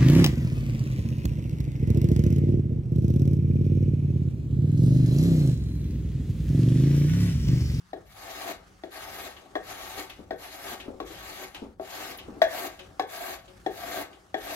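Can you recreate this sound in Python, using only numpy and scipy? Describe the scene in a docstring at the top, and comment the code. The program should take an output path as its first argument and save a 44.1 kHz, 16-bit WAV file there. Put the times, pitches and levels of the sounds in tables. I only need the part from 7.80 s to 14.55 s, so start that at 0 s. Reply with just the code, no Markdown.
"""Planing a balsa hull

A small razor plane shaves the nose of a hollow balsa hull, close to a two-port mic in a quiet room.
Each stroke lands with a knock, tears fibres and lifts; the sole scuffs off the end and is drawn back.
Knocks and cut ring the same hull modes, and the hull rocks on its rest with dull thumps."""
import sys
import numpy as np
from scipy import signal
from scipy.fft import rfft, irfft, next_fast_len
from scipy.io import wavfile
from scipy.ndimage import uniform_filter1d, map_coordinates

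SR = 44100
rng = np.random.default_rng(int(sys.argv[2]) if len(sys.argv) > 2 else 0)


def master_out(mix):
    """Clip the mix to full scale and print it as 16-bit PCM to the path in sys.argv[1]."""
    frames = np.transpose(np.atleast_2d(mix))
    ceiling = np.clip(frames, -1, 1)
    pcm = np.round(ceiling * 32767).astype(np.int16)
    wavfile.write(sys.argv[1], SR, pcm)


N = 297675
TIME = np.arange(N) / SR


def amp(db):
    """Decibels to gain."""
    return 10 ** (np.asarray(db) / 20)


def unit(x):
    """Scale to rms 1."""
    return x / np.sqrt(np.mean(x ** 2) + 1e-20)


def along(points, hz):
    """Read (f/Hz, value, ..) rows on a log frequency axis."""
    f, *cols = np.transpose(points)
    return np.squeeze([np.interp(np.log(hz + 1), np.log(f + 1), c) for c in cols])


def faders(spans, fade=0.012):
    """Gain curves from spans of (t/s, level/dB, ..) rows, fading beyond each span's ends."""
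    total = np.zeros((len(spans[0][0]) - 1, N))
    for rows in spans:
        s, *cols = np.transpose(rows)
        span = slice(max(0, int((s[0] - fade) * SR)), int((s[-1] + fade) * SR))
        gate = np.clip(1 + np.minimum(TIME[span] - s[0], s[-1] - TIME[span]) / fade, 0, 1)
        total[:, span] += gate * amp([np.interp(TIME[span], s, c) for c in cols])
    return total


def decays(hits, t60, rise):
    """Percussive envelopes at (t/s, level/dB) hits."""
    out, t = np.zeros(N + SR), np.arange(SR // 2) / SR
    for s, db in hits:
        out[round(s * SR):][:len(t)] += amp(db - 60 * t / t60) * np.minimum(t / rise, 1)
    return out[:N]


def wobble(rate):
    """A smooth random curve, rate knots a second."""
    return map_coordinates(rng.standard_normal(int(N * rate / SR) + 4), [TIME * rate])


def noise():
    """Two white noises: one shared by left and right, one opposed."""
    return rng.standard_normal((2, N))


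def filtered(x, response):
    """Apply a complex frequency response."""
    size = next_fast_len(N + SR // 2)
    return irfft(rfft(x, size) * response(np.fft.rfftfreq(size, 1 / SR)), size)[..., :N]


def coloured(x, spectrum):
    """EQ by (f/Hz, gain/dB) rows, then scale to rms 1."""
    return unit(filtered(x, lambda hz: amp(along(spectrum, hz))))


def fibres(grit_db, patchy_db=2):
    """Densely snapping fibres, uneven in strength and patchy in colour as the grain changes."""
    bins = signal.stft(noise(), nperseg=512)[2]
    grain = uniform_filter1d(rng.standard_normal(bins.shape[1:]), size=7, axis=0)
    grain = uniform_filter1d(grain, size=8, axis=1)
    patchy = signal.istft(bins * amp(patchy_db * unit(grain)), nperseg=512)[1][:, :N]
    return unit(patchy * amp(grit_db * (wobble(900) + 1.54 * wobble(90))))


def stereo(x, coherence, log_ratio=lambda hz: 0):
    """Decode mid and side; log_ratio is the log of the complex left-right ratio."""
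    angle = lambda hz: np.arccos(np.clip(coherence(hz), 0, 1)) / 2
    mid, side = filtered(x, lambda hz: np.array([np.cos(angle(hz)), np.sin(angle(hz))]))
    left_right = np.array([mid + side, mid - side])
    return filtered(left_right, lambda hz: np.exp(np.outer([.5, -.5], log_ratio(hz))))


# Room decay: f/Hz, t60/s
ROOM_DECAY = [(200, 0.36), (2000, 0.33), (12000, 0.049)]
def room(x):
    """A short stereo reverb whose treble dies first."""
    hz, t, bins = signal.stft(rng.standard_normal((2, SR // 2)), SR, nperseg=256)
    tail = signal.istft(bins * amp(-60 * t / along(ROOM_DECAY, hz)[:, None]), SR, nperseg=256)[1]
    delayed = np.pad(x, (300, 0))[None]
    return signal.fftconvolve(delayed, tail / np.linalg.norm(tail[0]), axes=1)[:, :N]


# Rumble fader: t/s, level/dB
RUMBLE_FADER = [(0, -62.5), (.8, -57.5), (3.2, -55.5), (5.7, -59.5), (6.75, -56)]
# Rumble EQ: f/Hz, gain/dB
RUMBLE_EQ = [(20, -33), (30, -10), (48, 3), (72, -0.5), (102, -2), (135, -9), (195, -3.5), (400, -48)]
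def rumble():
    """A lumpy low bed."""
    lumps = amp(3.1 * wobble(5.5))
    return faders([RUMBLE_FADER])[0] * unit(lumps * coloured(noise(), RUMBLE_EQ))


# Faint tone pair: f/Hz, gain/dB
TONE_PAIR = [(368, 18.5), (551, 17.5)]
# Tone pair fader cues: t/s, length/s, opening gain/dB
TONE_CUES = [(2.315, 0.33, -78), (3.037, 0.67, -70.5), (5.004, 0.1, -67), (5.685, 0.11, -69.5)]
def faint_tones(fall_db=12):
    """Faint wavering tones come in short, fading spells."""
    gain = faders([[(s, db), (s + length, db - fall_db)] for s, length, db in TONE_CUES])[0]
    return gain * sum(amp(db) * np.sin(2 * np.pi * hz * TIME + .5 * wobble(11)) for hz, db in TONE_PAIR)


# Low glide: t/s, f/Hz, level/dB
GLIDE = [(0, 170, -61), (.1, 188.3, -67.5), (0.289, 144.4, -62), (.36, 105, -64), (.46, 103, -62)]
def sinking_tone():
    """A faint low tone lifts a little, then slides down."""
    s, hz, db = np.transpose(GLIDE)
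    phase = 2 * np.pi * np.cumsum(np.interp(TIME, s, hz)) / SR
    return faders([list(zip(s, db))])[0] * np.sqrt(2) * np.sin(phase)


# Back strokes, each lasting until the next cut: t/s, brush/dB, its fall/dB, drone/dB, its fall/dB
BACK_STROKES = [(0, -68, 2, -72.5, 0), (0.801, -67.5, -2, -59, 12), (1.568, -68, -5.5, -60, -1),
                (2.298, -63, 12, -65, -7), (3.002, -63, 6.5, -56.5, 2), (3.751, -57.5, 24, -50.5, 16),
                (4.378, -67.5, -5.5, -53, -2), (4.992, -60, 9.5, -57, 1), (5.648, -63.5, -1, -62, -1),
                (6.312, -64, 6, -54.5, 14)]
def back_stroke_gains():
    """Relative gains of the brushing and the hull's drone as the plane is drawn back."""
    return faders([[(s, brush, drone), (stroke[0], brush - brush_fall, drone - drone_fall)]
                   for (s, brush, brush_fall, drone, drone_fall), stroke in zip(BACK_STROKES, CUTS)])


# Brushing EQ: f/Hz, gain/dB
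BRUSH_EQ = [(600, -13), (1200, 4), (2500, -6.5), (6500, -10), (10000, -16), (15500, -28)]
def brushing(floor_db=-85):
    """The returning plane brushes the wood, over a steady hiss of the same colour."""
    gain = amp(4) * back_stroke_gains()[0] + amp(floor_db)
    return gain * coloured(fibres(grit_db=1), BRUSH_EQ)


# Stereo image of the bed: f/Hz, coherence/0-1
BED_IMAGE = [(90, .97), (260, .7), (600, .15), (2000, 0), (4500, .4), (9500, .4), (13000, .9)]
def background():
    """Rumble, faint tones and brushing from all around."""
    return stereo(rumble() + faint_tones() + sinking_tone() + brushing(), lambda hz: along(BED_IMAGE, hz))


# Stereo image of the work: f/Hz, coherence/0-1, left lead/rad, left over right/dB
MIC_IMAGE = [(90, .95, 0, .3), (260, .8, .2, 2.8), (600, .5, .7, 4.6), (1400, .4, .7, 3),
             (2500, .5, 1.8, 1.7), (3600, .35, 2.6, 4.5), (6500, .1, 3.3, 4.2), (8000, .65, 3.3, 1.8),
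             (8900, .93, 3.1, 0), (10600, .75, 2, .2), (12000, .8, .5, 0), (13000, 1, 0, 0)]
def mic_ports(x):
    """The two ports catch the close work at different phases and levels."""
    log_ratio = lambda hz: [0, 1j, np.log(10) / 20] @ along(MIC_IMAGE, hz)
    return stereo(x, lambda hz: along(MIC_IMAGE, hz)[0], log_ratio)


def radiated(x):
    """The light hull radiates no deep bass."""
    return filtered(x, lambda f: (1j * f / (170 + 1j * f)) ** 3)


# Rocking hits: t/s, level/dB, f/Hz
ROCKS = [(2.388, -34, 202), (3.058, -37.5, 258), (3.078, -27.5, 257), (3.101, -61, 417),
         (3.302, -34.5, 360), (3.818, -27.5, 246), (4.479, -29.5, 220), (4.564, -36, 305)]
# Scrape EQ: f/Hz, gain/dB
SCRAPE_EQ = [(150, -3.5), (350, 4), (800, -7.5), (1300, -12.5), (2200, -51)]
def thumps(rise_s=.004, t60_cycles=30):
    """The hull rocks: a short shudder around one pitch and a rough scrape on the rest."""
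    out, t = np.zeros((2, N + SR)), np.arange(SR // 4) / SR
    for s, level_db, hz in ROCKS:
        tones = hz * np.array([[.9], [1.1], [1.45], [2.1]])
        phase = 2.96 * rng.standard_normal((2, 4, 1))
        decay = amp(np.array([[0], [-1], [-3], [-8]]) - 60 * t * tones / t60_cycles)
        ring = decay * np.sin(2 * np.pi * tones * t + phase) * (1 - np.exp(-t / rise_s))
        out[:, round(s * SR):][:, :len(t)] += amp(level_db) * ring.sum(1)
    scrape = coloured(fibres(grit_db=1.3), SCRAPE_EQ)
    scrape *= decays([row[:2] for row in ROCKS], t60=0.23, rise=0.0045)
    return radiated(out[:, :N]) + amp(-11) * scrape


# Sole friction EQ: f/Hz, gain/dB
SOLE_EQ = [(500, -6.5), (1500, -5), (3000, 5.5), (5000, -9), (8000, -18), (15000, -52)]
# Edge hiss EQ: f/Hz, gain/dB
EDGE_EQ = [(6000, -43), (8500, -11), (10500, 10.5), (12000, 10.5), (13500, 4), (15500, -2)]
# Slips: t/s, relative sole level/dB, edge level/dB
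SLIPS = [(1.565, -46, -76), (2.2969, -39, -51.5), (3.001, -39, -56), (3.7457, -37, -50), (4.374, -60, -42),
         (4.385, -40, -53), (4.992, -41, -57), (5.679, -52, -82), (6.329, -52, -90)]
def scuffs():
    """The sole slips off the wood: a flick of friction with a longer rustle behind it."""
    sole, edge = [(s, db) for s, db, _ in SLIPS], [(s, db) for s, _, db in SLIPS]
    snap = amp(-2.5) * decays(sole, t60=0.072, rise=0.00032)
    rustle = amp(-6.5) * decays(sole, t60=0.25, rise=0.0084)
    flick = decays(edge, t60=0.063, rise=0.00074) * coloured(noise(), EDGE_EQ)
    return (snap + rustle) * coloured(noise(), SOLE_EQ) + flick


# Hull modes: f/Hz, gain/dB, t60 before added damping/s
HULL_MODES = [(300.8, 2.5, 0.066), (327.3, 3.5, 0.1), (364.6, 4, 0.12), (416.6, -2, 0.18),
              (463.5, -5, 0.17), (552, -3, 0.093), (634, -1, 0.056), (664.7, 0.5, 0.11), (738, 1, 0.068),
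              (836, -3, 0.02), (1003, -5.5, 0.048), (1111, 0, 0.062), (1288, -2, 0.018), (1629, -3, 0.28),
              (1533, 0, .13), (1690, 2, .24), (1765, 0, .2), (1865, 2.5, .075), (2184, -1, 0.026),
              (2865, -7.5, 0.014), (3380, -4, 0.079), (3850, -6, 0.038), (4200, -8.5, 0.029),
              (4980, -10.5, 0.038), (5970, -15, 0.0061)]
def hull(f, damping):
    """Resonator bank of the hollow hull; the hand on the wood widens each mode."""
    total = 0
    for k, (hz, db, t60) in enumerate(HULL_MODES):
        width = damping * np.log(1000) / (np.pi * t60)
        total = total + (-1) ** k * amp(db) * 1j * f * width / (hz * hz - f * f + 1j * f * width)
    return total


# Landings: t/s, relative level/dB, spot pitch/Hz, trims of the low, upper, plate and high modes/dB,
# rebound loss/dB, flight/s
LANDINGS = [(0.133, -25, 730, -4.5, -41, -24.5, -27.5, 35, 0.03),
            (1.037, -32, 700, 0.5, -20, -21, -16.5, 22, 0.036),
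            (1.755, -19, 701, -6.5, -14.5, -18, -21, 1.5, 0.0097),
            (2.509, -22, 715, -1, -31, -19.5, -22.5, 27, 0.025),
            (3.203, -29, 740, 2.5, -6, -27, -12.5, 29, 0.025),
            (3.998, -28.5, 702, -3, -14, -29, -31, 6, 0.026),
            (4.619, -9.5, 661, -17, -25.5, -15, -15.5, 34, 0.022),
            (5.197, -18, 700, -5, -15.5, -22, -14.5, 32, 0.026),
            (5.864, -18.5, 706, -4, -27, -24, -22.5, 30, 0.03),
            (6.544, -15, 694, -10.5, -33, -18.5, -26, 24, 0.026)]
def contacts(low_db=-7.5, higher_db=-16.5):
    """Each landing and its one rebound, whose trimmed bands sit these dB under the landing's."""
    rebounds = [(s + flight, db - loss, hz, low + loss + low_db, *(np.array(higher) + loss + higher_db))
                for s, db, hz, low, *higher, loss, flight in LANDINGS]
    return [row[:-2] for row in LANDINGS] + rebounds


def knocks(lead_s=.002, ring_share=0.76):
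    """The plane lands, strikes the hull modes and rattles the wood; resting there shortens the ring."""
    out, t = np.zeros((2, N + SR)), np.arange(SR // 6) / SR
    hz, db, t60 = np.transpose(HULL_MODES)[:, :, None]
    side_phase = np.reshape([0, 1.1], (2, 1, 1))
    rise_s = np.select([hz < 580, hz < 900], [.0032, .0028], .0008)  # low modes swing up later
    damped = (hz > 580) * (abs(hz - 1650) > 150)  # the plane checks their big first swing
    attack = (1 - np.exp(-t / rise_s)) ** 2 * (1 + 3.6 * damped * np.exp(-t / 0.012))
    for s, level_db, spot_hz, low_db, upper_db, plate_db, high_db in contacts():
        spot_db = -14 * np.minimum(abs(hz - spot_hz) / 110, 1.3)
        trim_db = np.select([hz < 580, hz < 900, hz < 1400, hz < 2000],
                            [low_db, spot_db, upper_db, plate_db], high_db)
        gain_jitter, phase_jitter = rng.standard_normal((2, 2, len(hz), 1))
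        # Loose joints blur each mode.
        drift = np.cumsum(rng.standard_normal((len(hz), len(t))), 1) * np.sqrt(hz * 0.022 / SR)
        decay = amp(db + trim_db + 2.6 * gain_jitter - 60 * t / (ring_share * t60))
        ring = attack * decay * np.sin(2 * np.pi * hz * t + drift + 0.38 * phase_jitter + side_phase)
        mid_side = amp(level_db + np.array([[0], [-6]]))
        out[:, round((s - lead_s) * SR):][:, :len(t)] += mid_side * ring.sum(1)
    bright = [(s - lead_s, level_db + high_db) for s, level_db, *_, high_db in contacts()]
    rattle = unit(filtered(noise(), lambda f: hull(f, damping=3.9) * f ** 2 / (f ** 2 + 1700 ** 2)))
    rattle *= decays(bright, t60=0.12, rise=0.0012)
    crack = decays(bright, t60=0.024, rise=0.0005) * coloured(noise(), SOLE_EQ)
    return amp(-2) * radiated(out[:, :N]) + amp(-5.5) * rattle + amp(-16) * crack


# Cuts: t/s, rise/s, lift pace/x, tear once biting/dB, tear at the lift/dB,
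# trims of deep drone, panel drone, edge hiss, belly ring and sizzle/dB
CUTS = [(0.255, 0.16, 1.37, -48.5, -42, -9, -1.5, -12, -9, -9),
        (1.106, 0.023, 0.5, -47, -44, -11.5, -1.5, -11, -12, -10),
        (1.828, 0.074, 0.43, -45, -45.5, -10, -3, -11.5, -16, -10),
        (2.559, 0.047, 0.92, -51.5, -42, -10, -4, -10.5, -9.5, -12),
        (3.245, 0.021, 0.56, -49.5, -44.5, -9.5, -4, -13, -25, -11),
        (4.01, 0.14, 0.66, -44, -44, -8, -4, -13, -10.5, -9),
        (4.67, 0.086, 0.86, -42, -41.5, -9.5, -2.5, -11.5, -5.5, -6.5),
        (5.27, 0.076, 0.93, -44.5, -43.5, -10.5, -2, -11, 0, -7),
        (5.902, 0.11, 1.22, -45, -42, -7.5, -1.5, -12, -0.5, -7),
        (6.569, 0.11, 1.05, -43.5, -41.5, -10.5, -3, -11.5, -5.5, -9)]
# The blade leaves the wood, once a cut: t/s
LIFT_TIMES = [.722, 1.475, 2.224, 2.944, 3.645, 4.322, 4.876, 5.546, 6.226, 6.87]
# The blade catches and bites harder: t/s, boost/dB
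BLADE_CATCHES = [(2.204, 3.5), (2.644, 4.5), (3.486, 1.5), (3.625, 0.5)]
# Dynamics of the tear, then the five trimmed layers:
# tracking/dB per dB of tear, last push/dB, drop at the lift/dB, release/dB per s
LAYER_DYNAMICS = [(1.5, -1, 5, 196), (2, 6, 12.5, 223), (1.9, -1.5, 1.5, 229), (1.44, -1, 5, 240),
                  (3, -11, 4, 234), (1.4, -0.5, 10, 280)]
def stroke_gains(pivot_db=-45, catch_s=0.038, push_s=.06, drop_s=.006):
    """Six layer envelopes: the blade bites in, bears down, pushes once more and lifts."""
    tracking, push_db, drop_db, release = np.transpose(LAYER_DYNAMICS)[:, :, None]
    catch_db = sum(db * np.exp(-((TIME - s) / catch_s) ** 2) for s, db in BLADE_CATCHES)
    total = 0
    for lift, (start, rise, pace, bite_db, lift_db, *trims) in zip(LIFT_TIMES, CUTS):
        t = TIME - start
        before, after = np.minimum(TIME - lift, 0), pace * np.maximum(TIME - lift, 0)
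        attack_db = -10.5 * np.clip(1 - t / rise, 0, 1) ** 1.36
        tear_db = np.interp(t, [rise, lift - start], [bite_db, lift_db]) + catch_db + attack_db
        layer_db = pivot_db + tracking * (tear_db - pivot_db) + np.reshape([0, *trims], (-1, 1))
        layer_db += push_db * np.exp(before / push_s)
        layer_db -= drop_db * (1 - np.exp(-after / drop_s)) + release * after
        layer_db[-1] += 16 * before  # the sizzle swells as the shaving curls
        total = total + (t > 0) * amp(layer_db)
    return total


# Tearing EQ: f/Hz, gain/dB
TEAR_EQ = [(700, -26.5), (1100, -11), (2000, -5.5), (3100, -6.5), (4200, -6.5), (5300, -10), (5650, -16),
           (5900, -9.5), (8300, -11), (9000, -11), (11000, -116)]
# Belly rings under the sole: f/Hz, width/Hz, gain/dB
BELLY_RINGS = [(684, 31, 13), (1619, 61, -7)]
def cut(sizzle_hz=12800.):
    """The blade tears fibres, which hiss in the air and drive the hull."""
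    tear, deep, panel, edge, ring, sizzle = stroke_gains()
    settle = decays([(s, db - 19) for s, db, *_ in LANDINGS], t60=0.11, rise=0.0091)
    between_cuts = back_stroke_gains()[1] + settle  # the hull drones on after a landing
    body = filtered(fibres(grit_db=0.5, patchy_db=1.03), lambda f: hull(f, damping=1.91))
    low = filtered(body, lambda f: 1 / (1 + (f / 1000) ** 6))
    bass = filtered(low, lambda f: 1 / (1 + (f / 560) ** 8))
    belly = filtered(body, lambda f: sum(amp(db) * np.exp(-((f - hz) / width) ** 2)
                                         for hz, width, db in BELLY_RINGS))
    drone = deep * unit(bass) + panel * unit(low - bass) + between_cuts * unit(low) + ring * unit(belly)
    rasp = 0.73 * coloured(body, TEAR_EQ) + 0.97 * coloured(fibres(grit_db=-1), TEAR_EQ)
    chatter = amp(0.79 * wobble(45))  # the blade bites unevenly
    hiss = coloured(fibres(grit_db=0.38), EDGE_EQ)
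    top = filtered(hiss, lambda f: f ** 20 / (f ** 20 + sizzle_hz ** 20))
    return chatter * (drone + tear * rasp + amp(6.5) * edge * (hiss - top) + sizzle * unit(top))


def scene():
    """The work, direct and through the room, over the bed; mids and treble dip once, briefly."""
    blows, friction = knocks() + thumps(), cut() + scuffs()
    reverb = room(amp(-12) * blows[0] + amp(-12.5) * friction[0])
    mix = mic_ports(blows + friction + reverb) + background()
    bass = filtered(mix, lambda f: 1 / (1 + (f / 600) ** 4))
    dip = amp(-7 * np.exp(-((TIME - 3.962) / .023) ** 4))
    return bass + dip * (mix - bass)


def record(dry):
    """A brick-wall low-pass on the master."""
    return filtered(dry, lambda hz: hz < 15830)


dry = scene()
out = record(dry)
master_out(out)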